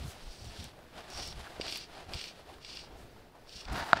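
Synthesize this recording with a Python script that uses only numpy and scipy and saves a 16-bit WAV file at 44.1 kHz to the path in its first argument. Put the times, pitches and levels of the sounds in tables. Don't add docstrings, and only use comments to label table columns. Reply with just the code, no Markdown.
import sys
import numpy as np
from scipy import signal
from scipy.fft import rfft, irfft
from scipy.io import wavfile

SR = 44100
rng = np.random.default_rng(int(sys.argv[2]) if len(sys.argv) > 2 else 0)


def bounce(signal):
    frames = np.transpose(np.atleast_2d(signal))
    limited = np.clip(frames, -1, 1)
    pcm = np.round(limited * 32767).astype(np.int16)
    wavfile.write(sys.argv[1], SR, pcm)


N = 176400
TIME = np.arange(N) / SR
HZ = np.maximum(np.fft.rfftfreq(N, 1 / SR), 1)
AROUND = np.arange(-24576, 24576) / SR
FIBRES_PER_S = 3000


def stripping():
    # start t/s, fastest t/s, end t/s, level/dB, tilt/(dB/octave), focus f/Hz, focus gain/dB
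    pulls = [(0.12, 0.426, 0.64, -55.5, 5.5, 5930, 1), (0.538, 0.604, 0.73, -51.5, 2.5, 3600, 4),
             (1.081, 1.223, 1.352, -43.5, 4, 5500, 6), (1.588, 1.723, 1.887, -42.5, -0.5, 4800, 3.5),
             (2.127, 2.215, 2.345, -43, -1.5, 3500, -1.5), (2.591, 2.746, 2.9, -48, -0.5, 4830, 3),
             (3.453, 3.589, 3.68, -49.5, 1.5, 5330, 3.5)]
    # f/Hz, level/dB
    friction_eq = [(300, -5), (1400, -6), (2600, -0.5), (4300, 4.5), (5700, 0.5), (6500, -7.5),
                   (9500, -13.5), (11000, -25), (15500, -28)]
    speed_up, slow_down = 1.1, 1.4
    slips_per_s, spread_db = 2600, 2.5
    smooth_db, friction_db, focus_octaves = 7.5, 2.5, 0.14
    out, n = np.zeros(N), len(AROUND)
    for start, fastest, end, db, tilt_db, focus_hz, focus_db in pulls:
        arc = np.sin(np.interp(fastest + AROUND, [start, fastest, end], [0, np.pi / 2, 0]))
        speed = arc ** np.where(AROUND < 0, speed_up, slow_down)
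        slips = grains(slips_per_s, spread_db, n) * (rng.random(n) < np.sqrt(speed))
        force = slips + from_db(smooth_db) * rng.standard_normal(n)
        grit = grains(slips_per_s, spread_db, n) + rng.standard_normal(n)
        rasp = rms_one(rod(force)) + from_db(friction_db) * colour(grit, friction_eq)
        focus = resonate(rasp, focus_hz, focus_hz * focus_octaves * np.log(2))
        rasp += (from_db(focus_db) - 1) * focus
        add(out, fastest, from_db(db) * speed * colour(rasp, [(500, 1), (2000, 4)], tilt_db))
    return out * from_db(1.5 * drift(43))


def rod(force):
    # f/Hz, width/Hz, level/dB
    modes = [(2334, 140, -3), (2827, 210, 1), (3420, 270, -2), (4460, 185, 2), (4850, 127, 1.5),
             (5550, 180, -1), (7060, 230, -18.5), (8170, 240, -11)]
    return sum((-1) ** k * from_db(db) * resonate(force, hz, width)
               for k, (hz, width, db) in enumerate(modes))


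def catches():
    # t/s, peak level/dB
    taps = [(1.199, -33.5), (1.326, -36.5), (1.612, -24), (1.617, -30), (1.681, -27), (1.7239, -24.5),
            (1.758, -29.5), (2.1355, -25), (2.142, -28), (2.148, -38), (2.192, -33), (2.2131, -29),
            (2.2405, -28.5), (2.6477, -31.5), (2.771, -31), (3.493, -37.5), (3.6527, -35.5)]
    chatter_db, chatter_t60_s = -17.5, 0.015
    out, age = np.zeros(N), TIME[:SR // 20]
    for s, db in taps:
        force = from_db(chatter_db - 60 * age / chatter_t60_s) * rng.standard_normal(len(age))
        force[0] += 1
        tick = from_db(db) * peak_one(rod(force) + 0.17 * resonate(force, 2140, width_hz=2800))
        i = int(s * SR)
        out[i:i + len(tick)] += tick[:N - i]
    return out


def clicks_and_plips():
    # t/s, peak level/dB, centre f/Hz
    hits = [(0.445, -41, 6900), (0.6428, -30.5, 8000), (0.7912, -44, 1000), (1.1515, -34.5, 885),
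            (1.103, -34, 5330), (1.276, -32, 7500), (1.667, -27.5, 1870), (1.7128, -34, 10000),
            (1.758, -33, 8000), (1.774, -26, 12000), (2.1355, -42, 11000), (2.148, -37, 7000),
            (2.752, -41, 9000)]
    out = np.zeros(N)
    for s, db, hz in hits:
        impulse = signal.unit_impulse(N, int(s * SR))
        out += from_db(db) * peak_one(resonate(impulse, hz, width_hz=0.57 * hz))
    return out


def knocks():
    # f/Hz, level/dB, t60/s
    bump = [(410, -4.5, 0.0059)]
    ring_and_crack = [(690, -10.5, 0.026), (914, -6.5, 0.009), (1410, 1.5, 0.0087), (1700, -20, 0.013),
                      (2180, -25, .006), (3700, -16, 0.0049), (4700, -20.5, 0.0081), (7500, -21, 0.004)]
    mount = [(131, -24, 0.033), (312, -20.5, 0.0093)]
    knock_s, rise_s = 3.9312, 0.00019
    thud = blow(s=1.5982, rise_s=0.0017, partials=bump)
    return thud + blow(knock_s, rise_s, ring_and_crack) - blow(knock_s, rise_s, mount)


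def blow(s, rise_s, partials):
    age = np.maximum(TIME - s, 0)
    attack = 1 - np.exp(-np.minimum(age / rise_s, 10) ** 2)
    ring = np.zeros(N)
    for k, (hz, db, t60) in enumerate(partials):
        decay = from_db(db - 60 * np.minimum(age / t60, 10))
        ring -= (-1) ** k * decay * np.sin(2 * np.pi * hz * age)
    return attack * ring


def rubs():
    # peak t/s, rise/s, fall/s, level/dB
    strokes = [(3.735, 0.044, 0.033, -42), (3.798, 0.032, 0.027, -35.5), (3.875, 0.079, 0.086, -42),
               (3.968, 0.011, 0.027, -37.5)]
    # f/Hz, level/dB
    case_eq = [(80, -17), (260, -3.5), (500, -8), (690, 1), (900, 2), (1150, -2.5), (1420, -0.5),
               (1750, -2.5), (2100, -8), (3000, -11.5), (4800, -12), (6300, -23), (8200, -28), (15500, -62)]
    envelope = swells(strokes) * from_db(1.9 * drift(70))
    fibres = grains(FIBRES_PER_S) + 0.57 * rng.standard_normal(N)
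    return envelope * colour(fibres, case_eq)


def sleeves():
    # peak t/s, rise/s, fall/s, level/dB, tilt/(dB/octave)
    rustles = [(.03, 0.14, 0.22, -52, 2.5), (.60, 0.17, 0.088, -53.5, 2.5), (.995, 0.044, 0.028, -48.5, 1),
               (1.175, 0.093, 0.11, -49, 1.5), (1.41, 0.069, 0.033, -52, 3), (1.475, 0.043, 0.14, -50, .5),
               (1.64, 0.073, 0.09, -48, 0.5), (1.987, 0.079, 0.053, -50, 1),
               (2.118, 0.028, 0.033, -47, 0.5), (2.39, 0.071, 0.031, -57, 2), (2.505, 0.04, 0.054, -56, 2),
               (2.95, 0.074, 0.094, -56, -1)]
    # f/Hz, level/dB
    cloth_eq = [(60, 0), (250, 0), (420, 2), (540, 0), (700, 5.5), (1000, -3.5), (1450, -4.5), (2100, -8),
                (3200, -8.5), (5000, -13.5), (6500, -22.5), (10000, -26), (15500, -44.5)]
    out, n = np.zeros(N), len(AROUND)
    for s, rise, fall, db, tilt_db in rustles:
        fibres = grains(FIBRES_PER_S, size=n) + 0.61 * rng.standard_normal(n)
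        add(out, s, from_db(db) * swell(rise, fall) * colour(fibres, cloth_eq, tilt_db))
    return out * from_db(1.75 * drift(29))


def scrapes():
    # peak t/s, rise/s, fall/s, level/dB
    slides = [(.095, 0.034, 0.027, -53.5), (.60, 0.034, 0.061, -67), (1.23, 0.13, .06, -72),
              (1.50, 0.046, .08, -65.5), (1.74, 0.037, .04, -54.5), (2.135, 0.017, .015, -60),
              (2.25, 0.054, 0.035, -61), (2.52, .04, .03, -76), (3.0, 0.028, .05, -65.5),
              (3.729, 0.0058, 0.0076, -51.5), (3.785, 0.034, 0.022, -53), (3.885, 0.049, .03, -57)]
    # f/Hz, level/dB
    fabric_eq = [(1500, -20), (4000, 3), (9000, 1.5), (12000, -2.5), (15500, -7)]
    fibres = grains(FIBRES_PER_S) + rng.standard_normal(N)
    return swells(slides) * colour(fibres, fabric_eq)


def rumble():
    # peak t/s, rise/s, fall/s, level/dB, centre f/Hz
    buffets = [(0.054, 0.041, 0.026, -39.5, 85), (.27, .025, 0.037, -42.5, 22.1),
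               (0.466, 0.038, 0.038, -43, 75), (.605, 0.013, 0.036, -41, 87),
               (1.181, 0.027, .08, -46.5, 55), (1.36, 0.072, 0.054, -45, 58), (1.62, 0.047, 0.046, -52, 70),
               (2.11, 0.026, 0.024, -45.5, 65.6), (2.157, 0.011, 0.015, -44, 85.4),
               (2.971, 0.069, 0.043, -53.5, 50), (3.047, 0.0084, .012, -45, 69),
               (3.56, 0.0092, 0.011, -45.5, 73.6), (3.721, 0.035, 0.034, -38.5, 55.4),
               (3.745, .025, 0.024, -39.5, 196), (3.814, 0.018, .02, -45, 71),
               (3.966, 0.02, 0.019, -41.5, 130)]
    out = np.zeros(N)
    for s, rise, fall, db, hz in buffets:
        hump_eq = [(hz / 4, -10), (hz, 0), (2 * hz, -12), (8 * hz, -38), (100 * hz, -90)]
        low_noise = colour(rng.standard_normal(len(AROUND)), hump_eq)
        add(out, s, from_db(db) * swell(rise, fall) * low_noise)
    return out


def water():
    # peak t/s, rise and fall/s, level/dB, centre f/Hz
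    splashes = [(0.787, 0.034, -59.5, 640), (0.992, 0.0069, -51.5, 805), (1.189, 0.0083, -46.5, 666),
                (1.463, 0.015, -48.5, 1480), (2.402, 0.0092, -55.5, 650), (2.496, 0.015, -53, 735),
                (2.842, 0.0058, -51.5, 680), (2.932, .018, -59, 720), (3.36, 0.011, -56, 770)]
    out = from_db(-64.5) * bubbles(per_s=160, hz=589, octaves=0.86, size=N, pitch_count=12)
    for s, length, db, hz in splashes:
        cluster = bubbles(per_s=900, hz=hz, octaves=0.25, size=len(AROUND), pitch_count=4)
        add(out, s, from_db(db) * swell(length, length) * cluster)
    return out


def bubbles(per_s, hz, octaves, size, pitch_count):
    ring_cycles = 14
    clicks = grains(per_s, spread_db=1.2, size=size)
    voice = rng.integers(0, pitch_count, size)
    pitches = hz * 2 ** (octaves * np.linspace(-1, 1, pitch_count))
    return rms_one(sum(resonate(clicks * (voice == k), f, 2.6 * f / ring_cycles)
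                       for k, f in enumerate(pitches)))


def lake():
    # f/Hz, level/dB
    bed_eq = [(25, 0), (60, -2), (130, -5), (250, -8.5), (400, -7), (540, -9.5), (720, -12), (1050, -19.5),
              (1500, -16.5), (2100, -20.5), (4800, -25), (6500, -33), (15500, -36.5)]
    return from_db(-56.5 + drift(3.3)) * colour(rng.standard_normal(N), bed_eq)


def from_db(db):
    return 10 ** (np.asarray(db) / 20)


def rms_one(x):
    return x / np.sqrt(np.mean(x ** 2) + 1e-20)


def peak_one(x):
    return x / (np.abs(x).max() + 1e-20)


def colour(x, points, tilt_db=0):
    hz, db = np.transpose(points)
    octave = np.log2(np.maximum(np.fft.rfftfreq(len(x), 1 / SR), hz[0]))
    gain = from_db(np.interp(octave, np.log2(hz), db) + tilt_db * octave)
    return rms_one(irfft(rfft(x) * gain, len(x)))


def drift(rate_hz):
    return rms_one(irfft(rfft(rng.standard_normal(N)) / (1 + (HZ / rate_hz) ** 2), N))


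def resonate(x, hz, width_hz):
    r = np.exp(-np.pi * width_hz / SR)
    feedback = [1, -2 * r * np.cos(2 * np.pi * hz / SR), r * r]
    return signal.lfilter(np.array([1, 0, -1]) * (1 - r * r) / 2, feedback, x + 1e-18)


def grains(per_s, spread_db=0, size=N):
    gains = from_db(spread_db * np.minimum(rng.exponential(1, size), 4))
    return rms_one(gains * rng.choice([-1, 1], size) * (rng.random(size) < per_s / SR))


def swell(rise, fall):
    width = np.where(AROUND < 0, rise, fall)
    return np.exp(-.5 * np.minimum((AROUND / width) ** 2, 100))


def swells(rows):
    power = np.zeros(N)
    for s, rise, fall, db in rows:
        add(power, s, (from_db(db) * swell(rise, fall)) ** 2)
    return np.sqrt(power)


def add(out, s, x):
    first = int(s * SR) - len(x) // 2
    lo, hi = max(first, 0), min(first + len(x), N)
    out[lo:hi] += x[lo - first:hi - first]


def scene():
    camera = rubs() + knocks()
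    line = stripping() + catches()
    body = sleeves() + scrapes() + rumble()
    shore = lake() + water()
    return (camera + line + clicks_and_plips() + body + shore)[None]


def record(dry):
    cutoff_hz = 15700
    low_pass = signal.ellip(14, .1, 80, cutoff_hz, fs=SR, output="sos")
    return signal.sosfilt(low_pass, np.tanh(dry))


dry = scene()
out = record(dry)
bounce(out)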